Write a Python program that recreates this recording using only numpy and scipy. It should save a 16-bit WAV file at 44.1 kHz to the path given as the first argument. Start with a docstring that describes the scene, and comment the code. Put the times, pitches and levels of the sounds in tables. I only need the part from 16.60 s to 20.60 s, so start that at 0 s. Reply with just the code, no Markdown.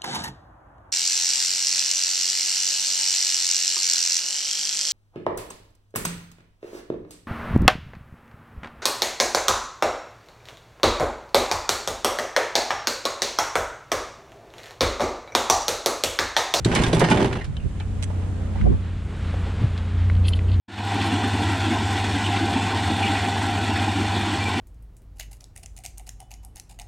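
"""Metal scrap crashes into a lined pickup bed, a little right of the microphone: it clashes, slides
and settles while the bed booms under it. An engine idles throughout in the open air. Soft footfalls
and a light jingle follow, a gust hits the microphone, and the stereo image narrows almost to mono.
Last, wooden slats click and scrape on concrete as they are gathered up."""
import sys
import numpy as np
from scipy import signal
from scipy.fft import rfft, irfft, next_fast_len
from scipy.io import wavfile
from scipy.ndimage import map_coordinates

SR = 44100
rng = np.random.default_rng(int(sys.argv[2]) if len(sys.argv) > 2 else 0)


def pcm_store(signal):
    """Save signal as 16-bit PCM."""
    levels = np.round(np.clip(np.atleast_2d(signal), -1, 1) * 32767)
    wavfile.write(sys.argv[1], SR, levels.astype(np.int16).T)


N = 176400  # 4 s
SCRAP_WIDTH, BED_WIDTH = 0.6, 0.1  # side over mid


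def amp(db):
    """Decibels to gain."""
    return 10 ** (np.asarray(db) / 20)


def unit(x):
    """Scale to rms 1."""
    return x / np.sqrt(np.mean(abs(x) ** 2) + 1e-20)


def curves(rows):
    """One value per sample for each column after the time."""
    times, *columns = np.transpose(rows)
    return [np.interp(np.arange(N) / SR, times, column) for column in columns]


def wobble(rate):
    """A smooth random curve, rate knots a second."""
    return map_coordinates(rng.standard_normal(int(N * rate / SR) + 4), [np.arange(N) * rate / SR])


def colour(x, points, tilt=0):
    """Shape x by (Hz, dB) points and a tilt in dB per octave; rms 1."""
    size = next_fast_len(x.shape[-1] + 2048)
    octave = np.log2(np.fft.rfftfreq(size, 1 / SR) + 1)
    hz, db = np.transpose(points)
    gain = amp(np.interp(octave, np.log2(hz), db) + tilt * np.maximum(octave, np.log2(hz[0])))
    return unit(irfft(rfft(x, size) * gain, size)[..., :x.shape[-1]])


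def noise(points, width, size, tilt=0):
    """Coloured noise as mid and side."""
    return colour(rng.standard_normal((2, size)), points, tilt) * [[1], [width]]


def broad(hz):
    """A wide, heavily damped resonance as (Hz, dB) points."""
    return [(hz / 10, -26), (hz / 2.5, -8), (hz * .8, 0), (hz * 1.25, 0),
            (hz * 1.7, -13), (hz * 3, -23), (hz * 4, -42), (hz * 20, -80)]


def burst(points, width, t, t60, attack):
    """A struck puff of coloured noise, its energy set by its envelope."""
    shape = amp(-60 * t / t60) * (1 - np.exp(-t / attack))
    pair = noise(points, 1, len(t)) * shape
    return pair / np.linalg.norm(pair, axis=1, keepdims=True) * np.linalg.norm(shape) * [[1], [width]]


def ring(modes, width, t, spread_db=4):
    """Modes struck at a random spot, as mid and side."""
    hz, db, t60 = np.transpose(modes)[:, :, None]
    waves = amp(db - 60 * t / t60) * np.exp(2j * np.pi * hz * t)
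    gains = amp(rng.normal(0, spread_db, (2, len(hz))))
    phases = np.exp(2j * np.pi * rng.random((2, len(hz))))
    shape = (1 - np.exp(-t / 0.00057)) * (1 - (t / t[-1]) ** 6)
    return shape * (unit(gains * phases) @ waves).real * [[1], [width]]


def slips(rate, spread_db):
    """Random tiny contacts of uneven size, about rate a second."""
    signs = (rng.random(N) < rate / SR) * rng.choice([-1, 1], N)
    return signs * amp(spread_db * rng.standard_normal(N).clip(-2, 2))


def excite(contacts, ringing):
    """Start the ringing anew at every contact."""
    return signal.fftconvolve(contacts[None], ringing, axes=1)[:, :N]


def swell(length):
    """A smooth rise and fall over length seconds."""
    return np.sin(np.linspace(0, np.pi, max(int(length * SR), 8)))


def add(track, start, sound):
    """Mix a sound in at a time in seconds."""
    part = track[:, max(round(start * SR), 0):][:, :sound.shape[1]]
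    part += sound[:, :part.shape[1]]


def ears(pair, pan_db=0):
    """Mid and side to left and right; positive pan leans left."""
    return np.array([pair[0] + pair[1], pair[0] - pair[1]]) * amp([[pan_db], [-pan_db]])


# Air around the microphone. Each row: time in seconds, then rush, hiss and low roar levels in dB.
AIR = [(0.9, -57.5, -67.5, -52), (1.12, -55, -64.5, -52.5), (1.53, -55, -63, -44.5),
       (1.89, -52, -64, -43.5), (2.37, -51, -67, -51), (2.63, -46, -61.5, -45.5), (2.89, -45, -61.5, -40.5),
       (3.36, -46.5, -65, -47.5), (3.7, -50, -63.5, -41.5), (4.0, -49.5, -64, -45.5)]
# Their spectra. Each row: frequency in Hz, level in dB.
RUSH_COLOUR = [(300, -15.5), (800, 2), (1500, 2), (2400, -2), (3500, -5), (4500, -11.5), (5500, -18),
               (8000, -25), (12000, -61.5)]
HISS_COLOUR = [(2000, -16), (5500, 0.5), (7500, 4), (9900, -1), (11000, -15), (15000, -47.5)]
ROAR_COLOUR = [(100, 0), (300, 1.5), (450, 0), (700, -5), (1000, -10), (1600, -17.5), (4000, -49)]
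# Wind right on the microphone. Each row: start and length in seconds, level in dB, centre in Hz,
# side over mid, leftward pan in dB.
BUFFETS = [(.87, 0.058, -33, 126, 1.4, -6), (1.03, 0.056, -25.5, 99, 1.4, -6.5),
           (1.052, 0.023, -41, 367, 1.7, -3.5), (1.95, 0.28, -21.5, 50.4, 0.89, -2),
           (1.97, 0.19, -24, 170, 1.2, 0), (2.035, .13, -32, 340, 2.1, 0.5), (2.05, .035, -32, 560, 2.3, 1),
           (2.094, 0.075, -47, 872.5, 1.2, -0.5), (2.995, 0.07, -17.5, 122, 0.04, 7)]


def wind():
    """Outdoor rush, roar and hiss, with short buffets on the microphone."""
    rush_db, hiss_db, roar_db = curves(AIR)
    rush = amp(rush_db + 2 + 1.1 * wobble(17)) * noise(RUSH_COLOUR, 0.57, N)
    roar = amp(roar_db + 2 + 1.1 * wobble(16)) * noise(ROAR_COLOUR, 0.59, N)
    hiss = amp(hiss_db + 1) * noise(HISS_COLOUR, 1, N)
    out = ears(rush + roar + hiss, pan_db=-1)
    for start, length, db, hz, width, pan_db in BUFFETS:
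        shape = swell(length)
        hump = [(hz / 8, -34), (hz / 2, -14), (hz * 0.56, 0), (hz * 1.3, 0),
                (hz * 1.66, -17), (hz * 5, -40), (hz * 20, -80)]
        add(out, start, ears(amp(db) * shape * noise(hump, width, len(shape)), pan_db))
    return out


# The idle, dead centre. Each row: time in seconds, shaft rate in Hz, boom level in dB.
IDLE = [(0, 29.43, -34.5), (.8, 30.42, -36), (.96, 30.36, -48.5), (1.1, 30.13, -32.5), (1.4, 30.51, -28.5),
        (1.69, 30.4, -25), (2.2, 29.54, -26.5), (2.35, 29.53, -29), (2.57, 29.26, -30.5), (2.7, 29.41, -23),
        (2.95, 29.33, -25), (3.3, 29.2, -23.5), (3.48, 29.82, -17.5), (3.6, 29.71, -15.5),
        (3.82, 29.62, -20.5), (4, 30.58, -17)]
# Exhaust boom and the buzz above it. Each row: multiple of the shaft rate, relative level in dB.
BOOM_ORDERS = [(1, -18.5), (2, -2.5), (3, 5.5), (4, -31.5)]
BUZZ_ORDERS = [(5, -45), (6, -43), (7, -42), (8, -47.5), (9, -48.5), (10, -52), (11, -55), (14, -53.5)]
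# The rumble beneath. Each row: frequency in Hz, level in dB.
RUMBLE_COLOUR = [(20, -3.5), (45, 8.5), (110, 3.5), (220, -8), (350, -25), (600, -24.5), (1500, -66)]


def engine():
    """Three firings a turn, uneven enough to throb at the shaft rate, over a low rumble."""
    hz, db = curves(IDLE)
    turn = 2 * np.pi * np.cumsum(hz * (1 + 0.0029 * wobble(8))) / SR
    boom = buzz = 0
    for k, level in BOOM_ORDERS:
        boom += amp(level + 0.87 * wobble(10)) * np.cos(k * turn + 0.32 * wobble(31))
    for k, level in BUZZ_ORDERS:
        gain = amp(level + 2 * wobble(10))
        buzz += gain * np.cos(k * turn + 2 * np.pi * rng.random() + 0.39 * wobble(13))
    buzz *= amp(0.47 * (db - db.mean()))  # follows about half of the boom's swings in dB
    rumble = amp(-31.5 + 0.7 * wobble(7.9)) * noise(RUMBLE_COLOUR, 0.37, N)
    return amp(db) * unit(boom) + buzz + ears(rumble)


# Footfalls on concrete. 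Each row: start and length in seconds, relative level in dB.
STEPS = [(1.5, 0.027, -38), (1.957, 0.012, -33), (2.739, .012, -28.5)]
# Their spectrum. Each row: frequency in Hz, level in dB.
STEP_COLOUR = [(150, -7), (400, 5), (750, 13), (1300, -9), (3000, -17), (9000, -39.5)]
# A small piece of metal jingles. Each row: start in seconds, level in dB.
JINGLES = [(1.424, -40.5), (1.427, -35), (1.433, -34), (1.44, -37)]
# Its modes. Each row: frequency in Hz, level in dB, t60 in seconds.
TRINKET_MODES = [(3340, -6, .04), (4400, -8, .03), (6100, -2, .04), (6700, -5, .03), (7180, -1, .045),
                 (7890, 1, .04), (8300, -3, .03), (9300, -7, .03), (10400, -8, .03)]


def carrier():
    """Soft footfalls and one light jingle of metal, off to the right of the microphone."""
    out, t = np.zeros((2, N)), np.arange(SR // 8) / SR
    for start, length, db in STEPS:
        add(out, start, amp(db + 3) * burst(STEP_COLOUR, 0.78, t, t60=3 * length, attack=0.0017))
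    for start, db in JINGLES:
        tick = noise(CLASH_COLOUR, 1, len(t), tilt=6.3) * amp(-1.5 - 60 * t / 0.023)
        add(out, start, amp(db) * (tick + amp(-6.5) * ring(TRINKET_MODES, 1, t, spread_db=1.5)))
    return ears(out, pan_db=-4.5)


# Small dry clicks. Each row: start in seconds, level in dB, centre in Hz, t60 in seconds.
CLICKS = [(.968, -34, 3040, 0.02), (1.2, -37, 3120, 0.039), (2.012, -33, 2000, 0.039),
          (3.177, -34.5, 3270, .035), (3.4992, -22.5, 1680, 0.016), (3.791, -28, 1829, 0.013)]
# Grit under the slats. Each row: start and length in seconds, level in dB, tilt in dB per octave.
SCUFFS = [(3.655, 0.061, -48.5, -1.5), (3.678, .02, -38, 0), (3.747, .035, -55.5, -2)]
# Its hiss. Each row: frequency in Hz, level in dB.
SCUFF_COLOUR = [(1200, -37.5), (4600, -4), (6000, -12.5), (7500, -8.5), (8700, -6.5), (9900, 4),
                (11500, -18), (15000, -25)]


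def handling(squeak_s=3.73, squeak_hz=3100):
    """Dry clicks, gritty scuffs and the brief squeak of a slat on concrete."""
    out, t = np.zeros((2, N)), np.arange(SR // 8) / SR
    for start, db, hz, t60 in CLICKS:
        add(out, start, amp(db) * burst(broad(hz), 0.55, t, t60, attack=0.00015))
    for start, length, db, tilt in SCUFFS:
        shape = swell(length)
        grit = noise(SCUFF_COLOUR, 1, len(shape), tilt)
        add(out, start, grit * shape * amp(db + 2.2 * wobble(710)[:len(shape)]))
    shape = swell(0.016)
    phase = 2 * np.pi * np.cumsum(squeak_hz * (1 + .03 * wobble(900)[:len(shape)])) / SR
    add(out, squeak_s, amp(-28) * shape * np.sin(phase) * [[1], [0]])
    return ears(out)


# A wooden slat's modes. Each row: frequency in Hz, level in dB, t60 in seconds.
SLAT_MODES = [(2020, -16.5, 0.035), (2650, -5, 0.021), (2950, -2, 0.017), (3190, -2.5, 0.024),
              (3580, -5.5, 0.018), (4170, -1, 0.012), (4650, -6, 0.01), (6990, -19, 0.0089),
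              (9700, -17, .004)]
# Slats knock together. Each row: start in seconds, level in dB.
CLACKS = [(3.552, -39), (3.566, -41), (3.66, -36), (3.6827, -19.5), (3.7339, -23), (3.917, -32.5)]
# Slats drag over the concrete. Each row: start and length in seconds, level in dB.
DRAGS = [(3.635, 0.053, -40), (3.716, .03, -45), (3.745, .04, -46), (3.878, 0.031, -45.5),
         (3.912, 0.052, -45)]


def slats():
    """Wooden slats, centred on the microphone, ring once at a clack and over and over as they drag."""
    out, t = np.zeros((2, N)), np.arange(SR // 8) / SR
    for start, db in CLACKS:
        add(out, start, amp(db) * ring(SLAT_MODES, .5, t, spread_db=0))
    for start, length, db in DRAGS:
        shape = swell(length)
        catches = slips(rate=2500, spread_db=2)[:len(shape)] * shape
        wood = excite(catches, ring(SLAT_MODES, .5, t, spread_db=2))
        add(out, start, amp(db) * wood * np.linalg.norm(shape) / np.linalg.norm(wood[0]))
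    return ears(out)


# The load slides in the bed. Each row: time in seconds, level in dB.
SLIDE = [(.04, -68), (.06, -33), (.105, -34.5), (.17, -29), (.25, -31.5), (.31, -34.5), (.37, -30.5),
         (.42, -32.5), (.475, -34.5), (.52, -24.5), (.58, -30), (.645, -27), (.7, -38.5), (.76, -40),
         (.81, -44.5), (.9, -72)]
# Its grinding. Each row: frequency in Hz, level in dB.
SLIDE_COLOUR = [(150, -50.5), (400, -2), (850, 4), (1300, -4.5), (1700, -4.5), (3200, -9), (5000, -18),
                (10000, -26.5), (11300, -39), (15000, -51.5)]
# The scrap's modes. Each row: frequency in Hz, level in dB, t60 in seconds.
STEEL_MODES = [(817, -1, .3), (860, 2, .35), (997, -6, .3), (1078, -4, .3), (1229, -9, .25),
               (1556, -2, .18), (1663, -5, .15), (1780, -5, .12), (2228, -4, .18), (2606, -6, .18),
               (3008, -3, .2), (3494, -5, .18), (4452, -8, .15), (5017, -10, .15), (6150, -11, .12),
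               (8700, -15, .1)]


def sliding_scrap(chatter_t60=0.027):
    """A stream of tiny contacts grinds and makes the steel sing."""
    t = np.arange(SR // 5) / SR
    contacts = slips(rate=1900, spread_db=7.5)
    power = signal.fftconvolve(contacts ** 2, amp(-120 * t / chatter_t60))[:N]
    chatter = np.sqrt(abs(power)) * rng.standard_normal((2, N))
    grind = colour(chatter, SLIDE_COLOUR) * [[1], [SCRAP_WIDTH]]
    sing = unit(excite(contacts, ring(STEEL_MODES, SCRAP_WIDTH, t, spread_db=5)))
    return amp(curves(SLIDE)[0]) * (grind + amp(-15.5) * sing)


# Blows on the bed. Each row: start in seconds, relative level in dB, centre in Hz, ring-on in dB.
THUDS = [(.058, -20.5, 317, -1.5), (0.151, -27.5, 172, -6), (.2, -17.5, 149, -8.5), (0.277, -19, 89, -23),
         (0.331, -19, 500, -6.5), (.415, -16, 620, -10.5), (0.507, -27, 328, -5.5), (.571, -26, 478, -8),
         (0.615, -24, 382, -1), (0.644, -25.5, 328, -1), (.765, -34, 343, -9)]
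# The panels' modes. Each row: frequency in Hz, level in dB, t60 in seconds.
BED_MODES = [(118.6, -2.5, 0.69), (171.3, 1.5, 0.53), (210.5, -7, 0.75), (248.3, -7.5, 0.85),
             (335, -5.5, 0.5), (386.4, -5.5, 0.37), (497, -14.5, 0.32), (609, -7, 0.28), (776, -14, 0.067)]
# Their rumble under the slide. Each row: frequency in Hz, level in dB.
BED_COLOUR = [(20, -39), (50, -9), (80, -6.5), (160, 6.5), (380, 5), (700, -13.5), (1300, -25), (3000, -46),
              (9000, -68.5)]


def truck_bed():
    """The panels boom under each blow and drum as the load slides over their ribs."""
    out, t = np.zeros((2, N)), np.arange(SR // 3) / SR
    for start, db, hz, ring_db in THUDS:
        knock = amp(3.5) * burst(broad(hz), BED_WIDTH, t, t60=0.099, attack=0.00041)
        boom = amp(ring_db - 1.5) * ring(BED_MODES, BED_WIDTH, t, spread_db=2)
        add(out, start, amp(db) * (knock + boom))
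    bumps = slips(rate=300, spread_db=2)
    drum = amp(-4) * unit(excite(bumps, ring(BED_MODES, BED_WIDTH, t, spread_db=2)))
    rumble = amp(-1) * noise(BED_COLOUR, BED_WIDTH, N)
    return out + amp(curves(SLIDE)[0] + 6.5) * (drum + rumble)


# The heaviest landings. Each row: start in seconds, level in dB, pitch in Hz, t60 in seconds.
FLEXES = [(0.053, -9, 119, 0.14), (.331, -8, 310, 0.048), (.337, -11, 163.3, 0.2), (.4145, -7, 717, 0.051),
          (.417, -5.5, 440, 0.046), (.431, -7.5, 164.4, 0.15)]


def floor_flex():
    """The bed floor gives under a heavy landing and springs back in a damped swing."""
    out, t = np.zeros((2, N)), np.arange(SR // 5) / SR
    for start, db, hz, t60 in FLEXES:
        shape = amp(db - 60 * t / t60) * (1 - np.exp(-t * hz * 2))
        add(out, start, shape * np.sin(2 * np.pi * hz * t) * [[1], [0]])
    return out


# Loose pieces in the bed. Each row: start in seconds, pitch in Hz, relative level in dB,
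# t60 in seconds, scatter as a share of the pitch.
PINGS = [(.114, 1540, -26, 0.085, 0.015), (.15, 3025, -26, 0.16, 0.011), (.234, 1625, -28, 0.19, 0.0091),
         (0.236, 3210, -22, 0.045, 0.13), (.505, 857, -24.5, 0.33, 0.0045), (.785, 2860, -42, 0.19, 0.055),
         (.809, 1860, -31.5, 0.1, .05), (.818, 4220, -43, .03, .04), (.967, 3000, -37.5, 0.07, 0.063),
         (1.0, 2670, -47, 0.12, 0.073), (1.207, 2800, -41.5, 0.092, 0.093)]


def loose_pieces():
    """Each piece rings in a cluster of five close modes as it lands and settles."""
    out, t = np.zeros((2, N)), np.arange(SR // 5) / SR
    for start, hz, db, t60, scatter in PINGS:
        cluster = [(hz * (1 + scatter * k), db - 5.5, t60) for k in rng.standard_normal(5)]
        add(out, start, ring(cluster, SCRAP_WIDTH, t))
    return out


# The spectrum of metal on metal. Each row: frequency in Hz, level in dB.
CLASH_COLOUR = [(200, -3.5), (600, 0.5), (900, 0), (1300, 1), (1700, 3.5), (3200, -2), (5000, -10),
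                (7000, -17), (10000, -23), (11300, -35), (15000, -50.5)]


def tangle(t, tilt, count=40, mean_t60=0.12):
    """The many short modes of whichever rods and wires are hit."""
    pitch_draw, decay_draw = rng.random((count, 2)).T
    hz = 700 + 10000 * pitch_draw ** 1.4
    db = np.interp(hz, *np.transpose(CLASH_COLOUR)) + (tilt + 1) * np.log2(hz / 1000)
    db -= 10 * np.log10(np.sum(amp(db) ** 2) / 2)  # total power 1
    return ring(np.transpose([hz, db, mean_t60 * (.5 + decay_draw)]), SCRAP_WIDTH, t)


# Scrap lands in the bed. Each row: start in seconds, level in dB, tilt in dB per octave, ring-on in dB.
CLASHES = [(.047, -21, 6.5, -11), (.115, -20, 0, -12.5), (.125, -21, -0.5, -35), (.149, -17.5, 8, -8),
           (.157, -22, 1, 3), (.164, -28.5, -4, 7), (.188, -32, 2.5, 6.5), (.217, -29.5, 4, 1.5),
           (.234, -19, 3.5, -4.5), (.263, -23.5, 1.5, -2.5), (.279, -34, 11, -6), (.329, -22, 3, -0.5),
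           (.346, -28, 8.5, -5.5), (.394, -27, 11, 1), (.404, -16.5, 0, -8), (.412, -16.5, -4, -2.5),
           (.439, -23, -0.5, -0.5), (.445, -15, -1.5, -7.5), (.485, -19, -2, -7.5), (.499, -35, 7, 7.5),
           (.512, -21.5, -5, 5.5), (.572, -26, -5.5, 4), (.603, -24.5, -4, 0.5), (.647, -21.5, -2, -9),
           (.709, -28, -6, -4), (.727, -21, -1, -13.5), (.753, -32, -3, 1), (.811, -35, -2, -4),
           (.842, -34.5, 3, -6), (.85, -33, 2, -25), (1.203, -36.5, -5.5, -1.5)]
# The first rod to land. Each row: mode frequency in Hz, level in dB, t60 in seconds.
ROD_MODES = [(1696, -13, .04), (2880, -4, .025), (3784, 0, .03), (4050, -1, .03), (4330, -2, .028),
             (6800, -11, .025), (7294, -10, .034), (7677, -11, .04)]


def clashing_scrap(crack_t60=0.03, wash_t60=0.14, rod_s=0.0472):
    """Each clash cracks, shakes the tangle and rings the steel; the first rod adds its own clank."""
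    out, t = np.zeros((2, N)), np.arange(SR // 5) / SR
    attack = 1 - np.exp(-t / 0.0016)
    for start, db, tilt, ring_db in CLASHES:
        shape = amp(-60 * t / crack_t60) + amp(ring_db - 7 - 60 * t / wash_t60)
        crack = amp(-2) * noise(CLASH_COLOUR, SCRAP_WIDTH, len(t), tilt) * shape
        rings = amp(-20.5) * ring(STEEL_MODES, SCRAP_WIDTH, t) + amp(-2.5) * tangle(t, tilt)
        add(out, start, amp(db) * (crack + amp(ring_db) * rings) * attack)
    add(out, rod_s, amp(-17.5) * ring(ROD_MODES, 0.46, t, spread_db=3))
    return out


# Where the load sits. Each row: frequency in Hz, leftward pan in dB.
LOAD_PAN = [(100, 0), (400, -0.5), (750, -3), (1300, -2), (4400, -.8), (8000, -1.2)]
# How wide it sounds. Each row: frequency in Hz, side gain in dB.
LOAD_SPREAD = [(300, -0.5), (700, -4.5), (1400, 1.5), (3000, -5), (4500, -3), (7000, 5)]


def place_load(pair):
    """The load lies right of the microphone; its pan and spread depend on frequency."""
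    size = next_fast_len(N + 8192)
    octave = np.log2(np.fft.rfftfreq(size, 1 / SR) + 1)
    pan, spread = [amp(np.interp(octave, np.log2(hz), db))
                   for hz, db in map(np.transpose, (LOAD_PAN, LOAD_SPREAD))]
    mid, side = rfft(pair, size)
    return irfft(np.array([(mid + spread * side) * pan, (mid - spread * side) / pan]), size)[:, :N]


def scene():
    """All sources as they reach the microphone, left and right."""
    load = clashing_scrap() + loose_pieces() + sliding_scrap() + truck_bed() + floor_flex()
    return place_load(load) + carrier() + handling() + slats() + engine() + wind()


# Stereo width at the microphone. Each row: time in seconds, side gain in dB.
STEREO_WIDTH = [(0, 1), (2.15, 1), (2.4, -10.5), (3, -27), (3.2, -45)]
CEILING, TOP_HZ = 0.8, 15650  # soft overload as a share of full scale, band limit


def record(dry):
    """Peaks are rounded, the image narrows almost to mono after the gust, and the top treble is cut."""
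    left, right = dry / (1 + (dry / CEILING) ** 6) ** (1 / 6)
    mid = (left + right) / 2
    side = (left - right) / 2 * amp(curves(STEREO_WIDTH)[0])
    size = next_fast_len(N + 8192)
    passband = np.fft.rfftfreq(size, 1 / SR) < TOP_HZ
    return irfft(rfft(ears([mid, side]), size) * passband, size)[:, :N]


dry = scene()
out = record(dry)
pcm_store(out)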